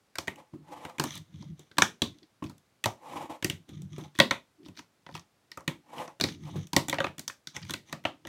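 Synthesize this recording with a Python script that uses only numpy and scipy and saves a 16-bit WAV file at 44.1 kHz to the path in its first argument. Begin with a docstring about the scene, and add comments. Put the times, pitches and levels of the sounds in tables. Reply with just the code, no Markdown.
"""Over a faint steady room noise one first hears a clack, then a finger-sized skateboard rolled over a wooden desk,
popped onto a small plastic ramp and dropped again, close to a phone lying on the desk.
Impact: short bursts and soft pushes excite resonances of axles, wheels, deck, desk and the hollow below.
Friction: slowly wavering noise drives the same bodies as the board rolls, rubs and scrapes along the ramp edge.
Reverberation: decaying noise tails stand for a small furnished room."""
import sys
import numpy as np
from scipy import signal
from scipy.fft import rfft, irfft, next_fast_len
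from scipy.io import wavfile
from scipy.ndimage import map_coordinates

SR = 44100
rng = np.random.default_rng(int(sys.argv[2]) if len(sys.argv) > 2 else 0)


def unload_wav(signal):
    """Save mono or channel-first audio to the path in sys.argv[1] as 16-bit WAV at rate SR, clipped to [-1, 1]."""
    wavfile.write(
        sys.argv[1],
        SR,
        np.round(np.clip(np.atleast_2d(signal).T, -1, 1) * 32767).astype(np.int16),
    )


N = 365148

# Room tone and microphone hiss, spectral shape: f/Hz, relative density level/dB
QUIET_SPECTRUM = [(15, -48), (25, -1.5), (108, 3.5), (363, -4.5), (427, -6), (962, -9.5), (1290, -10.5),
                  (2760, -15), (3080, -16), (4610, -16.5), (10400, -23.5), (13600, -27.5), (16000, -28.5)]
# Reverberation of the furnished room: f/Hz, time to fall 60 dB/s
ROOM_DECAY = [(100, 0.26), (300, 0.27), (1000, 0.17), (4000, 0.2), (12000, 0.2)]

# Resonances of each body: f/Hz, width/Hz, relative level/dB of one pass through the resonance
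HOLLOW_MODES = [(97.4, 51, 1), (110, 23, -9), (145.9, 23, -1.5), (208, 83, -7)]  # space under ramp and desk
DESK_MODES = [(235, 28, -5), (299.9, 45, -0.5), (357, 94, -5.5)]  # desk top
DECK_MODES = [(548, 34, -4), (662, 100, -7), (930, 120, -2), (1090, 120, 2.5), (1141, 210, -0.5),
              (1324, 240, -8)]  # board
AXLE_MODES = [(1536, 210, 0.5), (1583, 520, -0.5), (1898, 180, 1), (2320, 250, -3.5), (2550, 78, -1),
              (2955, 460, -4.5)]
WHEEL_MODES = [(3516, 460, 3), (4500, 1100, -1), (5940, 1100, -2.5)]
ROLL_MODES = [(511, 49, -0.5), (850, 110, 3), (1130, 180, -4), (2000, 610, -17), (3550, 1300, -23),
              (6255, 3000, -27.5), (12400, 5800, -36.5)]  # board on its wheels
RAMP_MODES = [(1213, 70, -2), (2040, 350, -3), (3560, 900, -1.5), (6150, 990, -3), (9100, 500, -9.5),
              (12700, 5100, -21)]  # scraped ramp edge
# Sharp tick of a contact, spectral shape: f/Hz, relative level/dB
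TICK_SPECTRUM = [(3000, -32), (6000, 3.5), (8000, 1), (10500, -7), (13000, -6.5), (16000, -12.5)]

# Strokes of each motion: start t/s, rise/s, hold/s, fall/s, level/dB
LEAN_STROKES = [(.51, 0.075, 0.046, 0.19, -51.5), (1.03, .03, 0.16, 0.091, -44.5),
                (1.27, 0.075, 0.2, 0.079, -41.5), (3.52, 0.01, 0.018, .1, -35.5),
                (3.66, 0.068, 0.23, .05, -45), (3.9, 0.074, .07, 0.095, -39.5),
                (4.59, 0.088, .01, .07, -45), (5.09, 0.035, 0.022, 0.078, -39),
                (6.25, 0.024, 0.27, 0.044, -39), (6.47, 0.094, 0.024, .14, -32),
                (7.52, 0.04, 0.13, .05, -47.5), (7.84, 0.049, 0.015, 0.035, -49),
                (8.22, 0.062, 0.018, .02, -46)]  # board pressed on the ramp
RUB_STROKES = [(.52, 0.026, 0.013, 0.11, -42.5), (1.04, 0.014, 0.017, 0.056, -45),
               (2.06, 0.02, 0.017, 0.096, -43.5), (2.21, 0.015, 0.0087, 0.038, -55),
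               (3.67, 0.017, 0.04, 0.2, -60), (3.92, 0.082, 0.026, 0.08, -50),
               (4.56, 0.04, 0.042, 0.034, -50.5), (4.76, 0.033, 0.011, 0.051, -51),
               (6.25, 0.023, .03, 0.37, -53), (8.23, 0.021, .03, .02, -51)]  # fingers on the desk
ROLL_STROKES = [(.3, 0.08, 0.011, 0.13, -54), (.6, 0.12, 0.14, 0.24, -48), (2.97, 0.12, 0.17, 0.048, -41),
                (3.285, 0.013, 0.021, 0.093, -39), (5.84, 0.14, 0.044, 0.13, -38),
                (3.93, 0.071, 0.046, .06, -54), (6.42, 0.047, 0.028, 0.02, -51.5),
                (6.52, .025, 0.0092, 0.058, -54.5), (7.53, 0.034, 0.0092, 0.034, -46.5),
                (7.86, 0.041, 0.0086, .03, -57.5)]  # wheels turning
SCRAPE_STROKES = [(1.04, 0.0067, 0.11, 0.085, -45.5), (1.2, 0.058, 0.086, .03, -79),
                  (1.3, 0.05, .12, 0.11, -64), (1.56, 0.027, .03, 0.13, -65), (2.03, .02, 0.044, 0.3, -71),
                  (3.67, 0.018, 0.054, 0.21, -64.5), (3.88, 0.059, .12, .06, -59),
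                  (6.25, 0.023, 0.055, 0.084, -49.5), (6.37, 0.052, .22, 0.055, -59),
                  (7.53, 0.022, 0.0088, .04, -50), (7.58, 0.1, .04, .03, -57),
                  (7.85, 0.012, 0.072, 0.027, -58), (8.24, 0.036, .02, .02, -52.5)]  # axles on the ramp edge
FUMBLE_STROKES = [(2.42, 0.024, 0.027, 0.11, -59), (4.14, .015, 0.039, .02, -54),
                  (4.61, 0.028, 0.043, 0.026, -61), (4.74, 0.033, 0.024, 0.038, -50.5),
                  (5.07, 0.041, .02, .04, -60), (5.13, 0.018, 0.026, 0.054, -48),
                  (6.4, 0.051, 0.027, 0.033, -61.5), (7.57, 0.049, .08, .03, -58.5)]  # fingers fumbling the board

# Contacts: t/s, direct axle clack peak level/dB, then levels/dB relative to the clack, before the part gains below:
# weight on the desk, deck knock, wheel snap, tick
CONTACTS = [(0.1548, -32.5, -26, -11, -8.5, -9), (0.184, -25.5, -13, -5, -0.5, -1),
            (0.2791, -20, -14.5, -15, -18, -18), (0.358, -48.5, -12, -16, -21, -4),
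            (0.5337, -60, 19.5, 13, -19, -26), (0.85, -31.5, -10.5, -10, -10.5, -12.5),
            (0.8964, -48, -20, 5.5, -3.5, -6.5), (0.9971, -19.5, -7, -7, -7, -3.5),
            (1.0383, -24, -10, -4.5, -14.5, -1), (1.1537, -50.5, -3, 1, 3, 12), (1.1758, -46, -6, -8, 1, 5),
            (1.424, -58, 6.5, 7.5, 9, -13), (1.5934, -58, 7.5, -9.5, 2, 10),
            (1.7135, -47.5, -8, -21.5, -5.5, -20.5), (1.7826, -12.5, -12.5, -2.5, -8, -7.5),
            (1.8202, -4, -22.5, -16.5, -8, -18.5), (2.0189, -23.5, -2, -5, 5, -7),
            (2.1847, -67.5, -5, -10, 14, 3), (2.2291, -59.5, -3, -13, 6, -20),
            (2.4225, -42.5, 10, 8.5, -25, -26), (2.4393, -40.5, 5, -9, -7, -8),
            (2.4961, -53, 9.5, 6, 2.5, 1.5), (2.58, -70.5, -1, -11, 5, 13),
            (2.8397, -19, -21.5, -15.5, -8, -8), (2.8572, -18.5, -12, 0.5, -5, -8),
            (3.4446, -21.5, -5, -18, -6.5, -1), (3.4981, -18.5, -16.5, -29, -7.5, -11),
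            (3.6906, -55, 9, -13, -5, 3.5), (3.8188, -65, 12, -9, 10.5, 17), (3.9816, -46, 11, -2.5, -7, 0),
            (4.1999, -5, -16, -5.5, -5.5, -16), (4.3091, -13.5, -19, -4.5, -4, -21.5),
            (4.6595, -55.5, 8, 1, 6.5, -9.5), (4.6838, -50.5, 6, -2, -2, -4),
            (4.7726, -42, -32, -18, 1.5, -28), (4.791, -37.5, -15, -6, -5.5, -21),
            (5.064, -37.5, -14, -6, -11.5, -28.5), (5.0891, -45, -3.5, 5, -18, -20),
            (5.151, -35.5, -12.5, 0.5, -4.5, -7.5), (5.1944, -55, -12.5, -14.5, 8.5, 1),
            (5.5159, -37, -24.5, -20.5, 0, -9), (5.5732, -40, -3.5, 6.5, -10, -3.5),
            (5.606, -61, -6, 13, 1, 7), (5.6774, -20.5, -8, -10.5, -6.5, -9),
            (6.0771, -42, -12, 5, -4.5, -12), (6.2099, -21, -8.5, -29, 2.5, -6.5),
            (6.2383, -20.5, -3.5, -11.5, 3, -4.5), (6.286, -33, -13, -19, -3, -26),
            (6.5572, -60, 28, 11, 8, -11), (6.6697, -56.5, -7, -10, 6, 9),
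            (6.7316, -29, -1.5, 1.5, -0.5, 0), (6.764, -12, -8.5, -3.5, -3.5, -4),
            (6.8832, -29.5, -3, -2, -5, -1), (6.8962, -32, -11, -10, 5, 6.5),
            (6.9274, -17.5, -15, -5, -15, -22), (6.9419, -28, -11.5, -19, -10, -12),
            (6.9841, -19, -19, -6.5, -18, -34), (7.0028, -15, -18, -8, -12, -38),
            (7.0421, -19.5, -15, -4, -14, -39), (7.0666, -27, -13, -12, -21, -31.5),
            (7.1814, -39, -6, -18, -5, -1), (7.1931, -37.5, -9.5, -11, 1, 6.5),
            (7.2783, -33, -21.5, -9.5, 5, 4.5), (7.2981, -28, -30, -24, -26, -29),
            (7.471, -38, -13.5, -30, 8, -5.5), (7.5639, -27.5, -20.5, -23, -5.5, -26.5),
            (7.6171, -46.5, -18, -12, -10, -10), (7.65, -45.5, -22, -9, -17, -9),
            (7.7066, -33.5, -6.5, -12, 2.5, 2.5), (7.7368, -23.5, -14, -16, -5, -5.5),
            (7.9263, -26.5, -10, -6.5, -9, -9), (8.0513, -15, -18.5, -5.5, -26, -33),
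            (8.2504, -34, -20, -10, -17, -30), (8.2704, -36, -7.5, -17, -7.5, -5.5)]
# A first wheel or edge touching just before a landing: t/s, direct axle peak level/dB
TOUCHES = [(0.2728, -34.5), (0.9829, -31), (1.769, -40.5), (3.4249, -27.5), (4.151, -45), (4.188, -16),
           (6.1991, -28.5), (7.548, -47), (7.6954, -30), (8.0388, -46)]
# Weight, knock, snap and tick of every touch: relative levels/dB, before the part gains below
TOUCH_COLOUR = [-11, -10, -9, -11]

QUIET_DB = -69.5  # rms level of the room tone before the microphone's band limits
TOP_HZ = 16000  # band limit of the microphone
FADE_DB = 31  # a stroke rises from and falls to this far under its level
ROLL_RUBS_DB, ROLL_PRESSES_DB, ROLL_HISSES_DB, LEAN_RUBS_DB = -7, -13, -25, -18.5  # one motion stirring other parts
BOOM_DB, THUMP_DB, KNOCK_DB, SNAP_DB, TICK_DB = 2.5, 2, 1.5, 5, 5  # part gains: how strongly each part answers
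CHATTER_S = 0.015  # time for the chatter of a contact to fall 60 dB


def amp(db):
    """Level: a gain is ten to the power of dB over twenty."""
    return 10 ** (np.asarray(db) / 20)


def unit(x):
    """Normalisation: the signal is scaled to rms 1."""
    return x / np.sqrt(np.mean(x ** 2, axis=-1, keepdims=True) + 1e-20)


def along(points, hz):
    """Interpolation: values between (f/Hz, value) points follow a logarithmic frequency axis."""
    f, values = np.transpose(points)
    return np.interp(np.log(hz + 1), np.log(f + 1), values)


def wobble(rate):
    """Slow fluctuation: a smooth random curve of `rate` knots a second, bounded to -1..1."""
    knots = rng.standard_normal(int(N * rate / SR) + 4)
    return np.tanh(map_coordinates(knots, [np.arange(N) * rate / SR]))


def filtered(x, response):
    """Linear filtering: the spectrum is multiplied by a complex response, along the last axis."""
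    n = x.shape[-1]
    padded = next_fast_len(n + 8192)  # room for the ringing, so that it does not wrap round
    spectrum = rfft(x, padded) * response(np.fft.rfftfreq(padded, 1 / SR))
    return irfft(spectrum, padded)[..., :n]


def modes(table, scatter_db=0):
    """Resonance: damped modes of alternating sign add up; scatter_db (rows, modes) shifts their levels row by row."""
    shift = np.atleast_2d(scatter_db) + np.zeros(len(table))

    def response(f):
        total = 0
        for k, (centre, width, db) in enumerate(table):
            resonance = 1j * f * width / (centre * centre - f * f + 1j * f * width)
            total = total + (-1) ** k * amp(db + shift[:, k:k + 1]) * resonance
        return total

    return response


def soft(response, top_hz):
    """Contact compliance: a yielding contact feeds little above top_hz."""
    return lambda f: response(f) / (1 + 1j * f / top_hz) ** 2


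def tails(count, size):
    """Reverberation: noise of energy 1 in which each frequency dies at its own speed."""
    hz, t, cells = signal.stft(rng.standard_normal((count, size)), SR, nperseg=256)
    decay = amp(-60 * t / along(ROOM_DECAY, hz)[:, None])
    tail = signal.istft(cells * decay, SR, nperseg=256)[1][:, :size]
    return unit(tail) / np.sqrt(size)


def grit(rate, spread_db):
    """Friction: a dense hiss with tiny impacts of uneven size, `rate` a second on average."""
    bumps = (rng.random(N) < rate / SR) * amp(spread_db * rng.exponential(size=N))
    return rng.standard_normal(N) * (1 + bumps)


def rattle(rate, t60, spread_db):
    """Random impact: loose parts knock at random moments in short noise bursts of uneven size."""
    starts = (rng.random(N) < rate / SR) * amp(spread_db * rng.standard_normal(N))
    decay = amp(-60 * np.arange(1024) / SR / t60)
    return np.convolve(starts, decay)[:N] * rng.standard_normal(N)


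def strokes(rows):
    """Envelope: each stroke's gain rises, holds and falls along straight lines in dB."""
    t = np.arange(N) / SR
    total = 0
    for start, rise, hold, fall, db in rows:
        # 15 ms at either end lead from and to near silence
        corners = start + np.cumsum([-.015, .015, abs(rise), abs(hold), abs(fall), .015])
        levels = db - FADE_DB * np.array([4, 1, 0, 0, 1, 4])
        total = total + amp(np.interp(t, corners, levels))
    return total


def room_tone():
    """Stationary noise: random samples are shaped to a fixed spectrum."""
    noise = rng.standard_normal(N)
    return amp(QUIET_DB) * unit(filtered(noise, lambda f: amp(along(QUIET_SPECTRUM, f))))


def press_sound(catch):
    """Stick-slip: the board pressing the ramp drives the hollow below with wavering noise."""
    force = amp(5.7 * catch + 1.6 * wobble(11)) * rng.standard_normal(N)
    return unit(filtered(force, lambda f: modes(HOLLOW_MODES)(f) ** 2)[0])


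def rub_sound(catch):
    """Sliding friction: fingers on the desk drive the desk modes with wavering noise."""
    force = amp(3.5 * catch + 3.7 * wobble(35)) * rng.standard_normal(N)
    return unit(filtered(force, lambda f: modes(DESK_MODES)(f) ** 2)[0])


def roll_sound():
    """Rolling contact: gritty noise under the wheels rings the board and its level wavers."""
    waver = amp(5 * wobble(60) + 2.5 * wobble(14))
    return unit(waver * filtered(grit(400, spread_db=3), modes(ROLL_MODES))[0])


def scratch_force(catch):
    """Stick-slip: wavering grit and a rattle form the force between axles and ramp edge."""
    sliding = amp(3 * catch + 4.5 * wobble(90)) * grit(400, spread_db=3.5)
    return sliding + amp(10) * rattle(80, t60=0.015, spread_db=3)


def scrape_sound(scratch):
    """Moving excitation: each resonance of the edge comes and goes as the contact point wanders."""
    total = 0
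    for mode in RAMP_MODES:
        presence = amp(3 * wobble(25))
        total = total + presence * filtered(scratch, lambda f: modes([mode])(f) ** 2.2)[0]
    return unit(total)


def hiss_sound():
    """Broadband friction: wavering grit loses its bass and its highest treble."""
    force = amp(2 * wobble(60)) * grit(600, spread_db=5)
    return unit(filtered(force, soft(lambda f: 1j * f / (1j * f + 1500), top_hz=9200)))


def fumble_sound(hiss):
    """Random impact: the fumbled board rattles its axles and wheels over a little hiss."""
    response = soft(modes(AXLE_MODES + WHEEL_MODES), top_hz=7250)
    knocks = unit(filtered(rattle(120, t60=0.016, spread_db=0), response)[0])
    return knocks + amp(-12) * hiss


def motion():
    """Superposition: pressing, rubbing, rolling, scraping and fumbling add; the last three get a room echo."""
    rolling, leaning, scraping = strokes(ROLL_STROKES), strokes(LEAN_STROKES), strokes(SCRAPE_STROKES)
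    pressing = leaning + amp(ROLL_PRESSES_DB) * rolling
    rubbing = strokes(RUB_STROKES) + amp(ROLL_RUBS_DB) * rolling + amp(LEAN_RUBS_DB) * leaning

    catch = wobble(35)  # stick and slip shared by pressure, rub and scrape
    press = press_sound(catch)
    rub = rub_sound(catch)
    roll = roll_sound()
    scratch = scratch_force(catch)
    scrape = scrape_sound(scratch)
    hiss = hiss_sound()
    # a hard scrape also hisses between the resonances
    rasp = amp(-8) * (scraping / amp(-40.5)) ** .5 * hiss
    # the shaken board knocks along
    loose = unit(filtered(scratch, modes(DECK_MODES + AXLE_MODES))[0])
    fumble = fumble_sound(hiss)

    airborne = rolling * (roll + amp(ROLL_HISSES_DB) * hiss + amp(-16.5) * loose)
    airborne = airborne + scraping * (scrape + rasp + amp(-9) * loose)
    airborne = airborne + strokes(FUMBLE_STROKES) * fumble
    echo = signal.fftconvolve(airborne, tails(count=1, size=16384)[0])[:N]
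    return pressing * press + rubbing * rub + airborne + amp(-9.5) * echo


def struck(response, force, tail, wet_db):
    """Impulse response: a direct ring of peak 1, and the room, which blends the modes heard from all sides."""
    ring = filtered(force, response)
    ring = ring / np.abs(ring).max(axis=1, keepdims=True)
    ring_rms = np.sqrt(np.mean(ring ** 2, axis=1, keepdims=True))
    # a shuffle of the tails over the contacts
    room = unit(filtered(rng.permutation(tail), lambda f: np.abs(response(f)) ** 0.89))
    return ring + amp(wet_db) * room * ring_rms


def clacks(size=16384):
    """Impact: each contact chatters for a few ms and rings every body at new mode strengths; the room answers each."""
    contacts = [*CONTACTS, *[(*row, *TOUCH_COLOUR) for row in TOUCHES]]
    s, clack_db, weight_db, deck_db, wheel_db, sharp_db = np.transpose(contacts)[:, :, None]
    count = len(contacts)
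    t = np.arange(size) / SR
    chatter = amp(-60 * t / CHATTER_S) * (1 - np.exp(-t / 0.0006)) ** 2
    push = np.exp(-t / 0.00039) * t + 0 * s  # the heavy desk feels one soft push
    # the room answers 180 samples (4 ms) late
    tail = np.pad(tails(count, size), ((0, 0), (180, 0)))[:, :size]

    def jolts():
        """Noise burst: fresh chatter for every contact."""
        return chatter * rng.standard_normal((count, size))

    def uneven(table, depth_db):
        """Strike position: the same modes at other strengths for each contact."""
        return modes(table, depth_db * rng.standard_normal((count, len(table))))

    axle = struck(soft(uneven(AXLE_MODES, 4.5), top_hz=3020), jolts(), tail, wet_db=-9)
    snap = struck(soft(uneven(WHEEL_MODES, 6.4), top_hz=6900), jolts(), tail, wet_db=-9)
    knock = struck(soft(uneven(DECK_MODES, 4.2), top_hz=1596), jolts(), tail, wet_db=-4.5)
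    sharp_jolts = jolts() * amp(-60 * t / 0.078)
    tick = struck(lambda f: amp(along(TICK_SPECTRUM, f)), sharp_jolts, tail, wet_db=-10)
    thump = struck(uneven(DESK_MODES, 3.9), push, tail, wet_db=-5)
    boom = struck(uneven(HOLLOW_MODES, 5.6), push, tail, wet_db=-2.5)

    heard = axle + amp(wheel_db + SNAP_DB) * snap + amp(deck_db + KNOCK_DB) * knock
    heard = heard + amp(sharp_db + TICK_DB) * tick
    heard = heard + amp(weight_db + THUMP_DB) * thump + amp(weight_db + BOOM_DB) * boom
    heard = amp(clack_db) * heard
    # every contact is added in at its own time
    where = np.round(s * SR).astype(int) + np.arange(size)
    return np.bincount(where.ravel(), heard.ravel(), N + size)[:N]


def scene():
    """Superposition: all sound pressures add at the microphone."""
    return (clacks() + motion() + room_tone())[None]


def record(dry):
    """Band limitation: the phone cuts deep bass and keeps almost nothing above its band limit."""
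    def response(f):
        bass_cut = (1j * f / (1j * f + 55)) ** 4
        return bass_cut / (1 + (f / TOP_HZ) ** 80)

    return filtered(dry, response)


dry = scene()
out = record(dry)
unload_wav(out)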